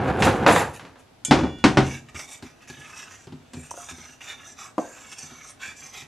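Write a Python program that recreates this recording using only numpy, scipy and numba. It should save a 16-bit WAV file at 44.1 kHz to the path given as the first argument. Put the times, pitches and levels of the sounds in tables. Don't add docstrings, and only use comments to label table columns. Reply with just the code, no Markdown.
import sys
import numpy as np
from scipy import signal
from scipy.fft import rfft, irfft, next_fast_len
from scipy.io import wavfile
from scipy.ndimage import uniform_filter1d
from numba import njit

SR = 44100
rng = np.random.default_rng(int(sys.argv[2]) if len(sys.argv) > 2 else 0)


def dump(signal):
    limited = np.clip(np.atleast_2d(signal).T, -1, 1)
    pcm = np.round(limited * 32767).astype(np.int16)
    wavfile.write(sys.argv[1], SR, pcm)


N = 267863
TIME = np.arange(N) / SR

# (time [s], level [dB])
RUNNER_SHAKE = [(0.0, -22.5), (0.058, -22), (0.1, -16), (0.132, -24.5), (0.278, -14), (0.318, -21),
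                (0.426, -23), (0.44, -18.5)]


def from_db(db):
    return 10 ** (np.asarray(db) / 20)


def rms_one(x):
    return x / np.sqrt(np.mean(x ** 2) + 1e-20)


def even(x):
    return x / np.sqrt(np.maximum(uniform_filter1d(x * x, size=2205), 1e-12))


def at_hz(points, hz):
    points_hz, values = np.transpose(points)
    return np.interp(np.log(np.maximum(hz, 1)), np.log(points_hz), values)


def level(rows):
    s, db = np.transpose(rows)
    return from_db(np.interp(TIME, s, db)) * np.exp(-np.maximum(TIME - s[-1], 0) / 0.056)


def envelope(s, length, attack_s, t60):
    attack = np.clip((TIME - s) / attack_s, 0, 1)
    return attack * from_db(-60 * np.clip((TIME - s - length) / t60, 0, 2))


def add(track, s, sound):
    start = round(s * SR)
    track[start:start + len(sound)] += sound[:N - start]


def butter(x, order, hz, kind="low"):
    return signal.sosfilt(signal.butter(order, hz, kind, fs=SR, output="sos"), x)


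def colour(x, spectrum, tilt_db=0):
    size = 2 * next_fast_len(len(x) // 2 + 4096)
    hz = np.arange(size // 2 + 1) * SR / size
    gain = rms_one(from_db(at_hz(spectrum, hz) + tilt_db * np.log2(np.maximum(hz / 300, 1))))
    cepstrum = irfft(np.log(gain + 1e-9))[:size // 2]
    cepstrum[1:] *= 2
    return irfft(rfft(x, size) * np.exp(rfft(cepstrum, size)))[:len(x)]


def resonate(x, hz, width_hz):
    r = np.exp(-np.pi * width_hz / SR)
    feedback = [1, -2 * r * np.cos(2 * np.pi * hz / SR), r * r]
    return signal.lfilter(np.array([1, 0, -1]) * (1 - r * r) / 2, feedback, x + 1e-18)


@njit
def glide(x, angle, r):
    out = np.zeros(len(x))
    for i in range(2, len(x)):
        drive = (1 - r * r) / 2 * (x[i] - x[i - 2])
        out[i] = drive + 2 * r * np.cos(angle[i]) * out[i - 1] - r * r * out[i - 2]
    return out


def drift(per_s):
    knots = rng.standard_normal(2048)
    return rms_one(np.interp(TIME * per_s, np.arange(len(knots)), knots))


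def grains(per_s, spread_db):
    sizes = from_db(spread_db * np.minimum(rng.exponential(1, N), 4)) * rng.choice([-1, 1], N)
    return rms_one(sizes * (rng.random(N) < per_s / SR))


def dying_noise(t):
    # (frequency [Hz], t60 [s])
    decays = [(80, 0.66), (250, 0.37), (600, 0.39), (1500, 0.31), (4000, 0.28), (11000, 0.47)]
    out, edges = 0, np.geomspace(30, 18000, 12)
    white = rfft(rng.choice([-1., 1.], len(t)))
    hz = np.arange(len(t) // 2 + 1) * SR / len(t)
    for low, high in zip(edges, edges[1:]):
        band = irfft(white * ((hz >= low) & (hz < high)), len(t))
        out = out + band * from_db(-60 * t / at_hz(decays, np.sqrt(low * high)))
    return out


def blows(rows, spectrum, crack, clatter_t60, tail_db, modes=(), modes_db=0):
    out, t = np.zeros(N), TIME[:SR]
    for s, db, tilt_db in rows:
        clatter = rng.choice([-1., 1.], len(t)) * from_db(-60 * t / clatter_t60)
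        force = clatter + from_db(tail_db) * dying_noise(t)
        force[0] += crack
        sound = colour(force, spectrum, tilt_db)
        for k, (hz, mode_db, t60) in enumerate(modes):
            strength_db = modes_db + mode_db + tilt_db * np.log2(max(hz / 300, 1)) + rng.normal(0, 5.3)
            sound += (-1) ** k * from_db(strength_db - 60 * t / t60) * np.sin(2 * np.pi * hz * t)
        add(out, s, from_db(db) * sound)
    return out


def kitchen(x, wet_db, t60):
    t = TIME[:SR // 2]
    echoes = rng.standard_normal(len(t)) * from_db(-60 * t / t60) * (t > .003)
    return x + from_db(wet_db) * signal.fftconvolve(x, echoes / np.linalg.norm(echoes))[:N]


def stereo(x, pan_db, wide_db):
    # (frequency [Hz], side over mid [dB])
    width = [(60, -33.5), (120, -27), (220, -21), (400, -15.5), (1000, -17.5), (4000, -17), (8000, -14),
             (14000, -3.5)]
    hz = np.arange(N + 1) * SR / (2 * N)
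    delay = np.exp(-2j * np.pi * hz * .004)
    side = rfft(x, 2 * N) * from_db(wide_db + at_hz(width, hz)) * delay
    for lag in rng.uniform(.002, .007, 3):
        echo = np.exp(-2j * np.pi * hz * lag)
        side = side * (echo - .5) / (1 - .5 * echo)
    side = irfft(side)[:N]
    return np.array([(x + side) * from_db(pan_db / 2), (x - side) * from_db(-pan_db / 2)])


def room_tone():
    # (frequency [Hz], level [dB])
    room_eq = [(15, -27.5), (25, -11), (102, 0.5), (187, -7.5), (257, 0), (363, -9.5), (436, -7.5),
               (525, -10.5), (666, -6.5), (892, -9.5), (966, -13), (4250, -22), (14000, -37.5)]
    return from_db(-56) * colour(rng.standard_normal(N), room_eq)


def drawer():
    # (frequency [Hz], level [dB])
    rumble_eq = [(26, -55.5), (45, -20), (64, -6), (138, -2), (299, -9), (536, -6.5), (589, -17.5),
                 (743, -9), (1110, -17.5), (1680, -18.5), (1810, -25), (1980, -27.5), (2130, -24),
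                 (12000, -66.5), (15600, -83), (22000, -120)]
    # (time [s], level [dB], treble tilt [dB/octave])
    hits = [(.093, -34, -10.5), (.223, -13, 2.5), (.270, -13, -2), (.464, -4.5, -2.5), (.486, -5.5, -3.5),
            (.562, -13.5, -2), (.606, -17, -3), (.796, -37, 1.5), (.829, -39, -13), (.851, -39, 0.5),
            (.958, -44.5, -2)]
    # (frequency [Hz], level [dB])
    bang_eq = [(29, -48.5), (50, -25), (98, -13), (370, -10.5), (524, -4), (603, -7), (895, -3.5),
               (1330, -6.5), (1600, -6), (1720, -7.5), (4670, -21.5), (6620, -29), (10100, -41.5),
               (13000, -56)]
    rumble = colour(grains(per_s=2700, spread_db=1.0), rumble_eq) * level(RUNNER_SHAKE)
    bangs = blows(hits, bang_eq, crack=9.3, clatter_t60=0.048, tail_db=-1.5)
    return from_db(-1.5) * rumble + from_db(-3.5) * bangs


def cutlery():
    # (time [s], length [s], level [dB])
    jolts = [(0.188, 0.02, -35), (0.229, 0.02, -27), (0.461, 0.13, -28), (0.728, 0.024, -41.5),
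             (0.974, 0.032, -60)]
    # (frequency [Hz], level [dB])
    jangle_eq = [(700, -30.5), (1500, -2.5), (2500, 4.5), (3500, -1.5), (4800, -9), (6600, -0.5),
                 (8000, -5.5), (10000, -6.5), (12500, -14.5), (15000, -23.5)]
    rings = 0
    for partials_hz in rng.uniform(1300, 14000, size=(12, 10)):
        hits = grains(per_s=70, spread_db=3.5)
        ring = rms_one(sum(resonate(hits, hz, width_hz=27) for hz in partials_hz))
        rings = rings + 0.38 * hits + ring
    jangle = sum(from_db(db) * envelope(s, length, attack_s=0.023, t60=0.17) for s, length, db in jolts)
    rattle = from_db(-33.5) * level(RUNNER_SHAKE)
    return kitchen(rms_one(colour(rings, jangle_eq)) * (jangle + rattle), wet_db=-10, t60=0.4)


def fork_clinks():
    # (time [s], level [dB])
    touches = [(1.249, -17.5), (2.145, -55), (2.423, -51), (2.705, -54), (3.534, -43), (3.711, -37)]
    # (frequency [Hz], level [dB])
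    tick_eq = [(500, -13.5), (1500, -22.5), (3200, -9.5), (5000, -29), (6400, -2), (7300, -0.5),
               (8600, -4.5), (10500, -12.5), (13500, -34)]
    # (frequency [Hz], level [dB], t60 [s])
    fork_modes = [(3060, -18, 0.11), (3740, -20, 0.053), (6370, -13, 0.17), (6600, -20.5, 0.057),
                  (7200, -4.5, 0.081), (7240, -9.5, 0.088), (8100, -6, 0.074)]
    out, t = np.zeros(N), TIME[:SR]
    for s, db in touches:
        sound = 0.48 * colour(rng.standard_normal(len(t)), tick_eq) * from_db(-60 * t / 0.1)
        for hz, mode_db, t60 in fork_modes:
            sound += from_db(mode_db - 60 * t / t60) * np.sin(2 * np.pi * (hz * t + rng.random()))
        add(out, s, from_db(db - 1) * sound)
    return kitchen(out, wet_db=-11, t60=0.21)


def rim_ring():
    # (time [s], level [dB], treble tilt [dB/octave])
    hits = [(1.249, -45, -5), (1.310, -41.5, -5.5)]
    # (frequency [Hz], level [dB], t60 [s])
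    rim_modes = [(1475, -14.5, 0.99), (1850, -16, 1.3), (2340, -5, 0.87), (2853, -16.5, 4),
                 (3435, 1.5, 2.6), (4043, -13, .8), (4630, -5, 0.81), (5240, 1, 0.53), (6470, -9, .7),
                 (6837, -17.5, 1.9)]
    grip_s, grip_t60 = 1.64, 0.2
    out, t = np.zeros(N), TIME[:SR]
    for s, db, tilt_db in hits:
        for hz, mode_db, t60 in rim_modes:
            strength_db = db + mode_db + tilt_db * np.log2(hz / 6000)
            add(out, s, from_db(strength_db - 60 * t / t60) * np.sin(2 * np.pi * hz * t))
    return out * from_db(-60 * np.maximum(TIME - grip_s, 0) / grip_t60)


def bowl_knocks():
    # (time [s], level [dB], treble tilt [dB/octave])
    hits = [(1.283, -25.5, -13), (1.310, -4, 0), (1.365, -17, -4.5), (1.388, -18, -1.5), (1.409, -18.5, -8),
            (1.435, -15, -4), (1.585, -50, 6.5), (1.640, -3.5, 0), (1.772, -5, -1)]
    # (frequency [Hz], level [dB])
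    knock_eq = [(25, -25), (50, -12), (80, -9.5), (130, -9.5), (200, -3), (290, 1), (380, -5), (460, -12),
                (560, -10.5), (1000, -11.5), (2500, -18.5), (5500, -28), (9000, -40.5), (13000, -63)]
    # (frequency [Hz], level [dB], t60 [s])
    board_modes = [(77.9, -22.5, 0.75), (134.6, -11.5, 0.43), (158.3, -9, 0.18), (234.7, -15.5, 0.51),
                   (292.2, -3.5, 0.08), (304.5, -4, 0.21), (390, -11.5, 0.3), (540, -17, 0.33),
                   (760, -14.5, 0.32), (876, -7.5, 0.11), (1463, -17, 0.21)]
    knocks = blows(hits, knock_eq, crack=3.4, clatter_t60=0.17, tail_db=-6.5,
                   modes=board_modes, modes_db=-1)
    return from_db(-3) * knocks


def fork_motion():
    # (time [s], length [s], bowl rasp [dB], tine hiss [dB], rasp pitch [Hz], tine pitch [Hz])
    strokes = [ (1.818, 0.16, -40, -45, 2440, 7700), (2.137, 0.11, -44.5, -42.5, 1970, 6550),
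               (2.266, 0.096, -46, -44, 2280, 7200), (2.412, 0.092, -51, -56, 1960, 6900),
               (2.601, .035, -47.5, -60, 1940, 6150), (2.682, 0.47, -47.5, -55, 2240, 6000),
               (2.939, 0.096, -43, -44, 1990, 6000), (3.085, 0.17, -58, -55, 1540, 6000),
               (3.523, 0.18, -53, -51.5, 1690, 8000), (3.732, .16, -48.5, -44.5, 1170, 7600),
               (3.914, 0.23, -52, -50.5, 1870, 6200), (4.213, 0.052, -43.5, -47, 2200, 5960),
               (4.258, 0.079, -36.5, -47, 1620, 6240), (4.351, 0.13, -48.5, -62, 1140, 6050),
               (4.432, 0.1, -56, -45.5, 2200, 6500), (4.56, 0.12, -42.5, -46.5, 2540, 5460),
               (4.77, 0.18, -51, -50, 1500, 6900), (4.922, 0.26, -49.5, -49.5, 1300, 6600),
               (5.158, 0.12, -50, -44, 1670, 6750), (5.258, 0.19, -50, -52, 1330, 6300),
               (5.411, 0.096, -50.5, -44.5, 2460, 5900), (5.588, 0.13, -39, -47.5, 1720, 6300),
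               (5.744, 0.17, -51.5, -46, 2150, 6300), (5.914, .11, -42, -45.5, 2370, 5600), ]
    # (time [s], length [s], bowl rasp [dB], tine hiss [dB])
    catches = [(2.085, .012, -50, -60), (2.145, 0.022, -37.5, -51), (2.19, 0.0051, -30, -37.5),
               (2.674, 0.032, -46.5, -50.5), (3.118, 0.03, -49, -49.5), (3.707, 0.0064, -51, -38),
               (3.886, 0.023, -39, -42), (4.205, .025, -44, -55), (5.115, 0.014, -42, -41),
               (5.182, 0.0091, -46.5, -37)]
    swell_db, pitch_sag, uneven_db = 4, 0.14, 1.36
    dragging = TIME > strokes[0][0]
    pressure, speed = from_db(-64.5) * dragging, from_db(-71) * dragging
    rasp_path, tine_path = [], []
    for s, length, rasp_db, hiss_db, rasp_hz, tine_hz in strokes:
        arch = np.sin(np.pi * np.clip((TIME - s) / length, 0, 1))
        sweep = envelope(s, length, attack_s=0.029, t60=0.13) * from_db(swell_db * (arch - 1))
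        pressure = np.hypot(pressure, from_db(rasp_db) * sweep)
        speed = np.hypot(speed, from_db(hiss_db) * sweep)
        slow_hz = rasp_hz * (1 - pitch_sag)
        rasp_path += [(s, slow_hz), (s + length / 2, rasp_hz), (s + length, slow_hz)]
        tine_path += [(s + length / 2, tine_hz)]
    for s, length, rasp_db, hiss_db in catches:
        judder = envelope(s, length, attack_s=0.0018, t60=0.094)
        pressure = np.maximum(pressure, from_db(rasp_db) * judder)
        speed = np.maximum(speed, from_db(hiss_db) * judder)
    pressure *= from_db(uneven_db * drift(per_s=45))
    speed *= from_db(uneven_db * drift(per_s=45))
    rasp_hz = np.interp(TIME, *np.transpose(sorted(rasp_path)))
    tine_hz = np.interp(TIME, *np.transpose(tine_path))
    return pressure, speed, rasp_hz, tine_hz


def steel(x, ring_s, direct):
    out, t, hop = direct * x, TIME[:SR // 25], SR // 7
    window = np.sqrt(np.hanning(2 * hop))
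    for start in range(0, N - hop, hop):
        response = rng.standard_normal(len(t)) * np.exp(-t / ring_s)
        touch = x[start:start + 2 * hop] * window[:N - start]
        add(out, start / SR, signal.fftconvolve(touch, response / np.linalg.norm(response)))
    return out


def scraped(modes, centre_hz, width_hz, glide_db, uneven_db, ring_s):
    grit = from_db(2.2 * drift(per_s=90))
    friction = grains(per_s=3000, spread_db=2.5) * grit
    body = sum((-1) ** k * resonate(friction, hz, width) * from_db(db + uneven_db * drift(per_s=10))
               for k, (hz, width, db) in enumerate(modes))
    angle, r = 2 * np.pi * centre_hz / SR, np.exp(-np.pi * width_hz / SR)
    coarse_friction = grains(per_s=3000, spread_db=5) * grit
    moving = glide(glide(coarse_friction, angle, r), angle, r)
    return steel(even(body) + from_db(glide_db) * even(moving), ring_s, direct=0.3)


def stirring():
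    # (frequency [Hz], width [Hz], level [dB])
    bowl_modes = [(770, 170, -17), (1270, 230, 0), (1590, 49, -1.5), (1700, 50, 0.5), (2130, 17, -34),
                  (2223, 63, 0.5), (2370, 47, 5), (2665, 220, 4.5), (2923, 12, -0.5), (3305, 220, -7.5),
                  (3704, 230, 0.5)]
    # (frequency [Hz], width [Hz], level [dB])
    tine_modes = [(4460, 150, -40), (5560, 200, 3), (6030, 160, 16.5), (6520, 67, -21), (7220, 260, 10.5),
                  (8400, 67, 6), (8050, 51, -16), (9670, 260, -2), (10800, 700, -18)]
    # (frequency [Hz], level [dB])
    powder_eq = [(40, -6), (80, -18), (150, -4), (260, -1), (520, -3), (800, 3.5), (1400, -4.5), (3200, -7),
                 (4500, -2.5), (6500, 3.5), (9500, -12), (12000, -9), (14500, -30)]
    pressure, speed, rasp_hz, tine_hz = fork_motion()
    bowl = scraped(bowl_modes, rasp_hz, width_hz=770, glide_db=-3.5, uneven_db=5.0, ring_s=0.0052)
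    tines = scraped(tine_modes, tine_hz, width_hz=1900, glide_db=-2.5, uneven_db=5.5, ring_s=0.0014)
    powder = steel(grains(per_s=2000, spread_db=2.5), ring_s=0.0035, direct=0.7)
    rasp = from_db(-0.5) * even(butter(bowl, 2, 4000)) * pressure
    hiss = from_db(-1.5) * even(butter(tines, 2, [4800, 12500], "band")) * speed
    swish = from_db(-4.5) * even(colour(powder, powder_eq)) * np.sqrt(pressure * speed)
    return kitchen(rasp + hiss + swish, wet_db=-9, t60=0.21)


def bowl_rocking():
    # (time [s], level [dB], treble tilt [dB/octave])
    hits = [(2.146, -37, 1), (2.425, -34, 3), (2.70, -36, 5.5), (2.775, -45, -7), (3.271, -36, 1.5),
            (3.323, -34, 0.5), (3.535, -35, 3.5), (3.571, -34.5, -4), (3.91, -38.5, 4), (3.983, -42, 4),
            (4.09, -56, 0), (4.50, -49.5, 4), (5.23, -45, -4), (5.31, -43.5, 4), (5.68, -47, 4.5),
            (6.02, -41, 4)]
    # (frequency [Hz], level [dB])
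    bump_eq = [(40, -44), (78, 2.5), (105, -9), (150, 1), (195, -19), (245, 3), (300, -14.5), (380, -6),
               (480, -27), (900, -25.5), (2000, -33), (5000, -33.5), (13000, -48)]
    bumps = blows(hits, bump_eq, crack=8.4, clatter_t60=0.12, tail_db=-13)
    return from_db(3) * butter(bumps, 1, 2210)


def fork_thuds():
    # (time [s], level [dB], treble tilt [dB/octave])
    hits = [(3.535, -41.5, 5.5), (3.713, -40.5, 7.5), (3.74, -41, 5), (3.776, -41.5, 7.5), (4.780, -14, 2),
            (4.789, -21, -5)]
    # (frequency [Hz], level [dB])
    thud_eq = [(60, -19), (180, -3), (320, 6), (430, -0.5), (560, 7.5), (800, -4.5), (1050, -3),
               (1500, -20), (2400, -31), (4000, -40.5), (12000, -55)]
    # (frequency [Hz], level [dB], t60 [s])
    hollow_modes = [(334, -14, 0.096), (511, -24, 0.6), (703, -11.5, 0.24), (772, -16, 0.081),
                    (970, -3, 0.022)]
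    thuds = blows(hits, thud_eq, crack=2.5, clatter_t60=0.049, tail_db=-16,
                  modes=hollow_modes, modes_db=-7.5)
    return from_db(0.5) * butter(thuds, 2, 222, "high")


def scene():
    board = bowl_knocks() + bowl_rocking() + fork_thuds()
    room = room_tone()
    return (stereo(drawer() + cutlery(), pan_db=-0.7, wide_db=0)
            + stereo(room, pan_db=0.2, wide_db=14.5)
            + stereo(board, pan_db=0.7, wide_db=-1.2)
            + stereo(stirring() + fork_clinks() + rim_ring(), pan_db=-1.7, wide_db=-0.5))


def record(dry):
    softened = butter(np.tanh(dry), 6, 13300)
    return signal.sosfilt(signal.ellip(10, .2, 90, 14800, fs=SR, output="sos"), softened)


dry = scene()
out = record(dry)
dump(out)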